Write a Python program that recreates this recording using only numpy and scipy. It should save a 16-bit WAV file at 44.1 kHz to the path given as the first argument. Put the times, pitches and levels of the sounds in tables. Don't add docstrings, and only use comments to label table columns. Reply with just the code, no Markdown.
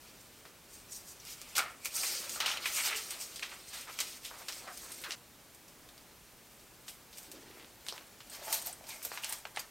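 import sys
import numpy as np
from scipy import signal
from scipy.fft import rfft, irfft
from scipy.io import wavfile
from scipy.ndimage import uniform_filter1d

SR = 44100
rng = np.random.default_rng(int(sys.argv[2]) if len(sys.argv) > 2 else 0)


def gain_from_db(level_db):
    decades = np.asarray(level_db, float) / 20
    return 10 ** decades


def put_to_file(sound):
    columns = np.atleast_2d(sound).T
    safe = np.clip(columns, -1, 1)
    whole_steps = np.round(safe * 32767)
    wavfile.write(sys.argv[1], SR, whole_steps.astype(np.int16))


N = 427769
T = np.arange(N) / SR
SPLICE_S = 5.153
TOP_HZ = 15900

# start_s [s], peak_db [dB], panel_hz [Hz], whole_sheet_share_db [dB]
LIFT_SNAPS = [(0.452, -43, 1040, 2), (1.269, -31, 5020, -17), (1.591, -14, 2130, -14.5),
              (1.855, -19.5, 2410, -14.5), (2.032, -20, 2380, -13), (2.293, -21.5, 6700, -10.5),
              (2.359, -29.5, 1240, -8), (2.402, -18, 2700, -4), (2.514, -15, 3070, -16),
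              (2.657, -15, 2280, -14), (2.749, -20, 8900, -16), (2.859, -22, 7210, -7),
              (2.909, -28, 1230, -20), (2.952, -19, 2770, -25)]
SETTLE_SNAPS = [(3.211, -24, 8270, -12), (3.358, -40, 8400, 1), (3.424, -17, 2490, -23),
                (3.729, -44, 2420, -2), (3.809, -33, 8600, -6), (3.988, -23.5, 3080, -4),
                (4.002, -20.5, 6640, -1.5), (4.484, -20.5, 5140, -13), (4.522, -23.5, 5300, -14),
                (4.675, -34, 690, -2.5), (4.918, -27.5, 10000, -10), (5.015, -35, 8350, -9)]
BRUSH_SNAPS = [(5.679, -40.5, 5910, -6), (6.594, -49, 4680, -2), (6.88, -26.5, 3200, -10),
               (7.127, -44, 4950, 0), (7.171, -37, 8850, -3), (7.182, -34, 8700, -2),
               (7.229, -36, 8900, -8), (7.315, -36, 8910, 0), (8.068, -39, 8740, -14),
               (8.297, -30, 8440, -12), (8.479, -31.5, 860, -2), (8.526, -18, 9000, -1),
               (8.542, -16, 12600, -6), (8.616, -26, 8650, -12), (8.867, -36, 5000, -6),
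               (8.89, -34, 8500, -2.5), (9.049, -14, 13400, -12.5), (9.235, -19.5, 2900, -15.5),
               (9.324, -16, 9300, -12), (9.384, -34, 8500, -9), (9.47, -39, 7950, -8),
               (9.593, -32, 8100, 1.5)]
DRY_TICKS = [(1.198, -35, 5800, -25), (1.251, -44, 8860, -2), (1.415, -38, 7900, -2.5),
             (1.5804, -17, 8450, -6), (2.571, -19.5, 2800, -16), (3.1064, -24, 8850, -13),
             (4.774, -33, 8920, -9), (5.547, -42, 8800, -7), (5.888, -41, 3670, -9.5),
             (5.978, -42, 4700, -7), (8.623, -30, 8900, -8), (8.661, -19, 12800, -25),
             (8.67, -31, 13200, 1), (8.727, -26, 8700, -21)]
SLOW_FOLDS = [(0.918, -23, 6600, -24), (1.081, -34, 7600, -16), (1.5508, -26.5, 4000, 0.5),
              (1.561, -23, 7570, 3.5), (1.845, -23, 9000, -6.5), (2.457, -12, 2900, -8.5),
              (1.974, -20, 5500, -24), (2.173, -17.5, 4900, -35), (4.246, -34.5, 4700, 0.5),
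              (8.328, -35, 8450, -26), (9.025, -27.5, 13500, -1.5), (9.291, -17.5, 9100, -14)]


def log_gain(table, size):
    hz, db = np.transpose(table)
    grid_hz = np.arange(size // 2 + 1) * SR / size
    return np.log(gain_from_db(np.interp(np.log(grid_hz + 1), np.log(hz), db)))


def causal(table, size=2048):
    cepstrum = irfft(log_gain(table, size))
    cepstrum[1:size // 2] *= 2
    cepstrum[size // 2 + 1:] = 0
    return irfft(np.exp(rfft(cepstrum)))[:size // 2]


def convolve(x, response):
    return signal.oaconvolve(x, response)[:len(x)]


def spliced(x, before, after):
    cut = int(SPLICE_S * SR)
    return np.concatenate([convolve(x[:cut], before), convolve(x[cut:], after)])


def room_left(start_s, start, size):
    return min(size, int(SPLICE_S * SR) - start) if start_s < SPLICE_S else size


def unit(x):
    return x / np.sqrt(np.mean(x ** 2))


def walk(rate):
    hold = int(SR / rate)
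    levels = np.repeat(rng.standard_normal(N // hold + 1), hold)
    return uniform_filter1d(levels, hold)[:N]


def fading(t60_s, noise):
    return noise * 1000 ** (-np.arange(noise.shape[-1]) / SR / t60_s)


def twin_peak(hz, q, x):
    peak = signal.iirpeak(hz, q, fs=SR)
    return signal.lfilter(*peak, signal.lfilter(*peak, x))


def responses(count, t60_s, ring_db, room_s, room_db):
    noise = rng.standard_normal((count, 2, 9000))
    out = gain_from_db(ring_db) * fading(t60_s, noise[:, 0])
    out[:, 150:] += gain_from_db(room_db) * fading(room_s, noise[:, 1, 150:])
    out[:, 0] = 1
    return out


def rustle(rate, scatter_db, level_db):
    chance = rng.random(N) < rate / SR * gain_from_db(4.0 * walk(60))
    sizes = gain_from_db(scatter_db * np.minimum(rng.exponential(size=N), 2.5))
    signs = rng.choice([-1, 1], N)
    return unit(chance * sizes * signs) * gain_from_db(level_db)


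def stroke(t, start_s, hold_s, rise_db_s, fall_db_s):
    before_s = np.maximum(start_s - t, 0)
    after_s = np.maximum(t - start_s - hold_s, 0)
    return -rise_db_s * before_s - fall_db_s * after_s


def hiss():
    # pitch_hz [Hz], density_db [dB per Hz]
    mid_spectrum = [(15, -48), (25, -7), (59, -2), (81, -5.5), (265, -5), (396, -7), (491, -8.5),
                    (3770, -16.5), (4200, -17.5), (4550, -17.5), (15200, -19.5)]
    # pitch_hz [Hz], density_db [dB per Hz]
    side_spectrum = [(15, -29), (25, 1), (120, -3.5), (206, -7), (236, -8.5), (1700, -18), (13600, -18),
                     (16000, -25)]
    # pitch_hz [Hz], level_db [dB]
    hum_tones = [
        (57, -88),
        (120, -81.5),
    ]
    mid_db, side_db = -58, -70.5

    noises = []
    for spectrum in (mid_spectrum, side_spectrum):
        white = rfft(rng.standard_normal(N + 1))
        noises.append(unit(irfft(white * np.exp(log_gain(spectrum, N + 1)))[:N]))
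    mid, side = noises
    hum = sum(gain_from_db(db + 2.0 * walk(14)) * np.sqrt(2) * np.sin(2 * np.pi * hz * T) for hz, db in hum_tones)
    mid = mid * gain_from_db(mid_db + 0.5 * walk(2.82)) + hum
    return mid + gain_from_db(side_db) * side * np.array([[1], [-1]])


def ping():
    # pitch_hz [Hz], level_db [dB], t60_s [s]
    rod_modes = [(3200, -10, .1), (4820, 3, 0.048), (6500, -14, .08), (8250, -8, 0.094), (10300, -14, .08),
                 (11100, -8, .04), (12400, -12, .06), (13950, -3, .03)]
    start_s, peak_db, scrape_s = 9.593, -33, 0.0047

    age = np.maximum(T - start_s, 0)
    scrape = rng.standard_normal(N) * (T > start_s) * np.exp(-(age / scrape_s) ** 2)
    t = T[:9000]
    rod = sum(gain_from_db(db) * np.sin(2 * np.pi * hz * t) * 1000 ** (-t / t60_s) for hz, db, t60_s in rod_modes)
    rung = convolve(scrape, rod)
    return gain_from_db(peak_db) * rung / np.abs(rung).max()


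def knocks():
    # start_s [s], peak_db [dB], low_hz [Hz],
    # high_hz [Hz], tail_db [dB re step]
    knock_steps = [(1.857, -20, 2200, 14000, -24), (2.449, -28, 1000, 3560, -9),
                   (2.852, -33, 2500, 9000, -20), (3.36, -33, 3200, 5500, -15),
                   (3.395, -29.5, 1500, 7460, -25), (4.036, -40, 3000, 9500, -19),
                   (4.925, -37, 7500, 14000, -18), (5.023, -38, 7500, 14000, -16),
                   (5.0389, -27.5, 1490, 4970, -12.5), (5.044, -36, 9000, 15000, -20),
                   (5.1077, -22.5, 1790, 6000, -18.5), (5.12, -24.5, 1490, 6000, -15.5),
                   (7.133, -45, 3000, 6000, -10), (7.512, -45, 2000, 4000, -20),
                   (7.574, -49, 1500, 2600, -16), (7.598, -39, 1500, 3998, -16),
                   (7.627, -43, 1700, 4000, -20), (7.646, -39, 1300, 4000, -23),
                   (7.8655, -31, 900, 7500, -27), (7.8855, -24.5, 2960, 5400, -15),
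                   (7.9246, -36, 400, 1200, -14), (7.979, -31, 696, 4170, -23),
                   (8.205, -36, 900, 5000, -17.5), (8.81, -43, 560, 800, -20),
                   (9.019, -40, 1000, 4000, -20), (9.1175, -30, 400, 1900, -19),
                   (9.154, -37, 800, 3200, -28), (9.175, -26, 700, 3200, -20),
                   (9.245, -21, 3600, 9500, -22), (9.4532, -26, 400, 2820, -21.5),
                   (9.5622, -30, 1200, 4500, -24), (9.5722, -21, 603, 3200, -19),
                   (3.3595, -35.5, 7500, 10500, -17), (3.425, -32.5, 1100, 4800, -5),
                   (4.484, -26, 650, 7000, -12.5), (7.885, -31, 7500, 9600, -21),
                   (7.9247, -30.5, 3800, 5800, -21), (9.562, -37, 7400, 10000, -13),
                   (7.757, -51, 1500, 4000, -24), (5.015, -39, 7500, 14000, -18),
                   (1.578, -24, 1260, 1500, -4.5), (1.5809, -21, 1000, 9000, -24),
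                  (1.5925, -23, 1500, 6000, -22), (1.862, -31, 4000, 9000, -22),
                  (2.034, -31, 1000, 3200, -8), (2.403, -30, 1200, 5500, -16),
                  (2.657, -23, 1600, 3200, -10), (2.768, -31, 3500, 7000, -20),
                  (2.785, -26.5, 800, 3500, -12), (2.874, -26, 900, 4500, -22),
                  (2.928, -30, 1000, 3500, -20), (2.934, -29, 1500, 4000, -20),
                  (3.1064, -33, 1500, 6500, -20), (3.381, -39, 3000, 6000, -18),
                  (3.4317, -33, 2000, 5500, -18), (3.455, -38, 2000, 5000, -18),
                  (4.313, -42, 520, 1393, -14), (4.4155, -46, 520, 1500, -21), (4.672, -41, 600, 2600, -14),
                  (7.885, -34, 463, 2900, -21), (7.962, -41, 595, 5000, -22), (8.011, -45, 400, 1667, -16),
                  (8.841, -41, 1500, 5000, -19), (8.891, -39, 800, 6000, -24),
                  (8.906, -36, 3500, 5500, -13), (9.051, -39.5, 450, 1300, -18),
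                  (9.245, -31, 900, 4320, -21), (9.323, -31, 500, 3704, -18)]
    rattle_db, rattle_t60_s, tail_t60_s = -11, 0.025, 0.14

    out = np.zeros(N + 9000)
    for start_s, db, lo_hz, hi_hz, tail_db in knock_steps:
        band = signal.butter(2, [lo_hz, hi_hz], "bandpass", fs=SR, output="sos")
        x = responses(1, rattle_t60_s, rattle_db, tail_t60_s, tail_db)[0]
        step = signal.sosfilt(band, signal.unit_impulse(len(x)))
        x[0] = np.linalg.norm(step) / np.abs(step).max()
        x = signal.sosfilt(band, x) / np.linalg.norm(step)
        start = int(start_s * SR)
        size = min(len(x), int((SPLICE_S - start_s) * SR)) if start_s < SPLICE_S else len(x)
        out[start:start + size] += gain_from_db(db) * x[:size]
    return out[:N]


def hollows():
    # start_s [s], hold_s [s], level_db [dB], hollow_hz [Hz], sharpness_q [Q]
    rubs = [(1.6, 0.05, -50, 1380, 6.6), (1.571, .01, -50, 1380, 11), (1.588, 0.013, -53.5, 210, 0.61),
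            (1.579, 0.023, -40.5, 775, 2.1), (1.582, 0.012, -40, 2250, 2.5), (1.603, 0.035, -48, 2100, 1.3),
            (1.67, 0.038, -55.5, 1630, 1.2), (5.05, .02, -48, 1380, 1.6), (4.25, 0.022, -50.5, 3200, 2.2),
            (2, 0.024, -56, 750, 5.5), (3.11, .03, -51, 2900, 2.6), (1.848, 0.014, -47, 2340, 5.4),
            (1.907, .066, -61, 2500, 8), (2.365, .1, -51, 1260, 5.3), (2.77, 0.044, -45, 2200, 8.2),
            (2.75, 0.14, -47, 2900, 6.3), (2.902, 0.033, -39.5, 2300, 1.6), (2, .17, -44.5, 4850, 3.1),
            (2.887, 0.1, -57.5, 432, 8), (3.143, 0.073, -61.5, 740, 0.98), (3.432, 0.02, -46.5, 2650, 0.93),
            (3.517, 0.022, -50, 1360, 0.45), (3.74, .02, -54, 1100, 0.5), (3.881, 0.017, -50.5, 1130, 0.6),
            (4.312, 0.11, -54, 970, 0.61), (4.607, 0.026, -55, 910, 1.1), (4.68, 0.012, -48, 1250, 1.2),
            (4.674, .03, -54.5, 750, 6), (4.83, 0.084, -57, 1100, 0.73), (7.29, 0.358, -60, 346, 1.4),
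            (7.553, 0.075, -67, 1930, 3), (8.399, 0.17, -53.5, 663, 5), (8.458, 0.086, -50, 886, 9.2),
            (8.672, 0.025, -53.5, 715, 4.4), (8.832, 0.016, -57, 730, 2.5), (8.899, .018, -55, 2350, 10),
            (8.928, .045, -58, 2200, 11), (8.88, 0.041, -58.5, 900, 5.5), (0.9, 0.062, -53.5, 5700, 8.3),
            (9.05, 0.008, -54, 510, 1.6)]
    rise_db_s, fall_db_s = 902, 278

    grains = rustle(1500, 3.3, 0)
    out = np.zeros(N)
    for start_s, hold_s, db, hz, q in rubs:
        part = slice(int((start_s - 0.1) * SR), min(int((start_s + hold_s + 0.25) * SR), N))
        rung = unit(twin_peak(hz, max(q, 0.5), grains[part]))
        out[part] += rung * gain_from_db(db + stroke(T[part], start_s, hold_s, rise_db_s, fall_db_s))
    return out


def tilted(db, tilt_db, k):
    flex_droop_db = 8
    return db + k * tilt_db - flex_droop_db * (k > 1)


def handling(k):
    # [dB per scale, towards large buckles]
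    resting_grip = [(0.0, -57, -2), (0.65, -62.5, -2), (1.2, -57.5, -1.5), (1.5, -50.5, -2.5),
                    (1.72, -57, -7), (1.9, -68, 9.5), (2.2, -54.5, 3.5), (3.1, -48.5, -2), (3.6, -51.5, -4),
                    (4.3, -67, 4), (4.8, -45.5, -7), (5.03, -51.5, -2), (5.17, -64.5, 0),
                    (7.0, -62.5, -0.5), (8.2, -60.5, -0.5), (8.5, -60.5, 6.5), (9.3, -60, -10),
                    (9.7, -60, -4)]
    # start_s [s], level_db [dB]
    glove_rub = [(0.0, -62.5), (0.7, -66), (1.5, -64), (1.6, -52), (1.8, -66), (2.1, -50), (2.45, -54.5),
                 (2.9, -55.5), (3.3, -58.5), (4.3, -61), (5.1, -49), (5.2, -66.5), (7.0, -67), (7.45, -62),
                 (7.8, -64), (8.2, -66), (8.42, -51), (9.7, -71)]
    # start_s [s], hold_s [s], crease_db [dB], tilt_db [dB per scale]
    hand_moves = [(0.726, .01, -45.5, -12), (0.911, 0.052, -44, -25), (1.079, 0.013, -46, -35),
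                  (1.273, 0.031, -41.5, -8.5), (1.58, 0.0091, -40, -16), (1.593, 0.0077, -51, 9.5),
                  (1.851, 0.0076, -39, -15), (1.952, 0.027, -31, -8), (2.026, 0.12, -35, -5),
                  (2.168, 0.076, -41, -3), (2.296, 0.062, -38, -11), (2.413, 0.012, -47.5, 9.5),
                  (2.48, 0.01, -37.5, 2.5), (2.624, 0.037, -42.5, 0), (2.666, 0.095, -36, -4),
                  (2.764, 0.028, -31.5, -4), (2.845, 0.018, -31.5, -1.5), (2.897, 0.013, -50.5, 8.5),
                  (2.961, 0.011, -34, -5), (3.05, 0.015, -41.5, -8), (3.107, 0.017, -41, -2.5),
                  (3.203, 0.016, -38, -8), (3.345, 0.03, -56, -4), (3.423, 0.048, -64.5, 9.5),
                  (3.67, .02, -49.5, -4), (3.73, 0.021, -44, 0), (3.785, 0.037, -46, -4),
                  (3.89, 0.058, -48.5, -1.5), (3.988, 0.16, -44, -5), (4.248, 0.019, -41.5, -6.5),
                  (4.52, 0.045, -47.5, -2), (4.33, 0.17, -50.5, -7), (4.93, .06, -49.5, -20),
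                  (5.05, 0.022, -64, 7.5), (5.07, 0.043, -59, 6), (2.48, 0.054, -45, 4),
                  (5.087, 0.016, -47, -5), (4.565, .01, -46.5, -8), (1.57, .02, -45, -18)]
    # start_s [s], hold_s [s], crease_db [dB], tilt_db [dB per scale]
    brush_moves = [(6.885, 0.0054, -44.5, -9), (7.16, 0.078, -52.5, -3), (7.347, 0.011, -56, 1.5),
                   (7.416, 0.15, -66.5, 6.5), (7.87, 0.013, -48.5, -1.5), (7.937, .015, -53, 2),
                   (8.333, 0.0093, -42.5, -0.5), (8.432, 0.066, -45.5, -1.5), (8.5, 0.018, -41, -0.5),
                   (8.529, .012, -32, -4.5), (8.657, 0.023, -41, -3.5), (8.881, 0.08, -47, -2.5),
                   (9.044, .01, -42.5, -3), (9.123, 0.048, -46.5, 1.5), (9.234, 0.067, -47, 2.5),
                   (9.32, 0.039, -45, -5.5), (9.46, .01, -73, 12.5), (9.573, .012, -50, 3)]

    if k > 2:
        return np.interp(T, *np.transpose(glove_rub))
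    rise_db_s = 463
    fall_db_s = [260, 233, 174][k]
    t = T[::64]
    grip_s, grip_db, grip_tilt_db = np.transpose(resting_grip)
    start_s, hold_s, peak_db, lean_db = np.array(hand_moves + brush_moves).T[:, :, None]
    moves_db = tilted(peak_db, lean_db, k) + stroke(t, start_s, hold_s, rise_db_s, fall_db_s)
    resting_db = np.interp(t, grip_s, tilted(grip_db, grip_tilt_db, k))
    power = gain_from_db(2 * moves_db).sum(axis=0) + gain_from_db(2 * resting_db)
    return np.interp(T, t, 10 * np.log10(power))


def patches(spots, lo_hz, hi_hz):
    patch_q, patch_db = 4.2, -4.5
    centres_hz = lo_hz * (min(hi_hz, TOP_HZ) / lo_hz) ** rng.random(len(spots))
    lifted = []
    for hz, spot in zip(centres_hz, spots):
        resonance = signal.lfilter(*signal.iirpeak(hz, patch_q, fs=SR), spot)
        lifted.append(spot + gain_from_db(patch_db) * resonance)
    return lifted


def snaps(peak_db, shapes):
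    tick_step_db, tick_ring_db, tick_t60_s = 8.5, 1, 0.98
    fold_rise_s, lag_s = 0.0018, 0.0008
    pressed_t60_s = 0.58

    out = np.zeros(N + shapes.shape[1])
    age = np.arange(shapes.shape[1]) / SR
    steady = np.ones(len(age))
    tick_gain = gain_from_db(np.where(age > 0, tick_ring_db, tick_step_db)) * fading(tick_t60_s, steady)
    fold_gain = 1 - np.exp(-age / fold_rise_s)
    kinds = [(DRY_TICKS, tick_gain), (SLOW_FOLDS, fold_gain), (LIFT_SNAPS + SETTLE_SNAPS, steady),
             (BRUSH_SNAPS, fading(pressed_t60_s, steady))]
    moments = [(row[0], gain) for rows, gain in kinds for row in rows]
    for (start_s, gain), db, shape in zip(moments, peak_db, shapes):
        start = int((start_s + lag_s) * SR)
        size = room_left(start_s, start, len(shape))
        out[start:start + size] += gain_from_db(db) * (gain * shape)[:size]
    return out[:N]


def panels(events):
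    panel_db, panel_q, panel_t60_s = -11, 4.5, 0.045
    shapes = []
    for hz, x in zip(events[:, 2], responses(len(events), panel_t60_s, -7, 0.2, -21)):
        rung = twin_peak(hz, panel_q, x)
        shapes.append(rung / np.abs(rung).max())
    return snaps(events[:, 1] + panel_db, np.array(shapes))


def foil():
    # pitch_hz [Hz], density_db [dB per Hz]
    loose_tone = [(150, -19.5), (560, -5), (1050, -2), (1330, 1), (1620, -5.5), (2400, -0.5), (3700, -0.5),
                  (5000, -3), (7300, -7.5), (8800, -4), (10400, -12.5), (13400, -8.5), (16000, -16)]
    # pitch_hz [Hz], density_db [dB per Hz]
    pressed_tone = [(150, -28), (520, -10.5), (660, -2.5), (920, -0.5), (1200, -3.5), (1900, -5.5),
                    (2400, -2), (4800, -1), (7200, -1.5), (8700, 2.5), (11000, -5), (13200, 2), (16000, -9)]
    # low_hz [Hz], high_hz [Hz], grain_rate [per s], size_scatter_db [dB], ring_t60_s [s],
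    # ring_db [dB], rustle_db [dB], snap_db [dB], room_t60_s [s], room_db [dB]
    motion_scales = [
        (5020, 17300, 5000, 6, 0.05, -16, -4.5, 4, 0.13, -21),
        (1654, 6750, 2000, -1.5, 0.1, -13.5, -5.5, 0, 0.24, -22.5),
        (568, 2310, 500, 2.5, 0.11, -22, -2, -0.5, 0.42, -29.5),
        (169, 596, 1500, 2, 0.14, -20.5, -9, -6.5, 0.44, -29.5),
    ]
    up_db_oct, down_db_oct = 5, 6

    events = np.array(DRY_TICKS + SLOW_FOLDS + LIFT_SNAPS + SETTLE_SNAPS + BRUSH_SNAPS)
    out = panels(events)
    for k, (lo_hz, hi_hz, rate, scatter_db, t60_s, ring_db, rustle_db, snap_db, *room) in enumerate(motion_scales):
        band = signal.butter(4, [lo_hz, hi_hz], "bandpass", fs=SR, output="sos")
        tones = [signal.sosfilt(band, causal(tone)) for tone in (loose_tone, pressed_tone)]

        grains = rustle(rate, scatter_db, handling(k) + rustle_db)
        place = np.repeat(rng.integers(0, 6, N // 700 + 1), 700)[:N]
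        spots = patches(responses(6, t60_s, ring_db, *room), lo_hz, hi_hz)
        shower = np.zeros(N)
        for p, spot in enumerate(spots):
            shower += spliced(grains * (place == p), spot, spot) / np.linalg.norm(spot)
        out = out + spliced(shower, *(tone / np.linalg.norm(tone) for tone in tones))

        octaves = np.log2(np.sqrt(lo_hz * hi_hz) / events[:, 2])
        share_db = events[:, 3] - np.maximum(up_db_oct * octaves, -down_db_oct * octaves)
        shapes = responses(len(events), t60_s, ring_db, *room)
        hits = snaps(events[:, 1] + share_db + snap_db, shapes)
        out = out + spliced(hits, *(tone / np.abs(tone).max() for tone in tones))
    return out


def scene():
    return hiss() + ping() + knocks() + hollows() + foil()


def roll_off(x):
    return signal.sosfilt(signal.butter(12, 15950, fs=SR, output="sos"), x)


def record(dry):
    top = signal.ellip(12, 0.2, 60, TOP_HZ, fs=SR, output="sos")
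    mix = signal.sosfilt(top, dry)
    return roll_off(mix)


dry = scene()
out = record(dry)
put_to_file(out)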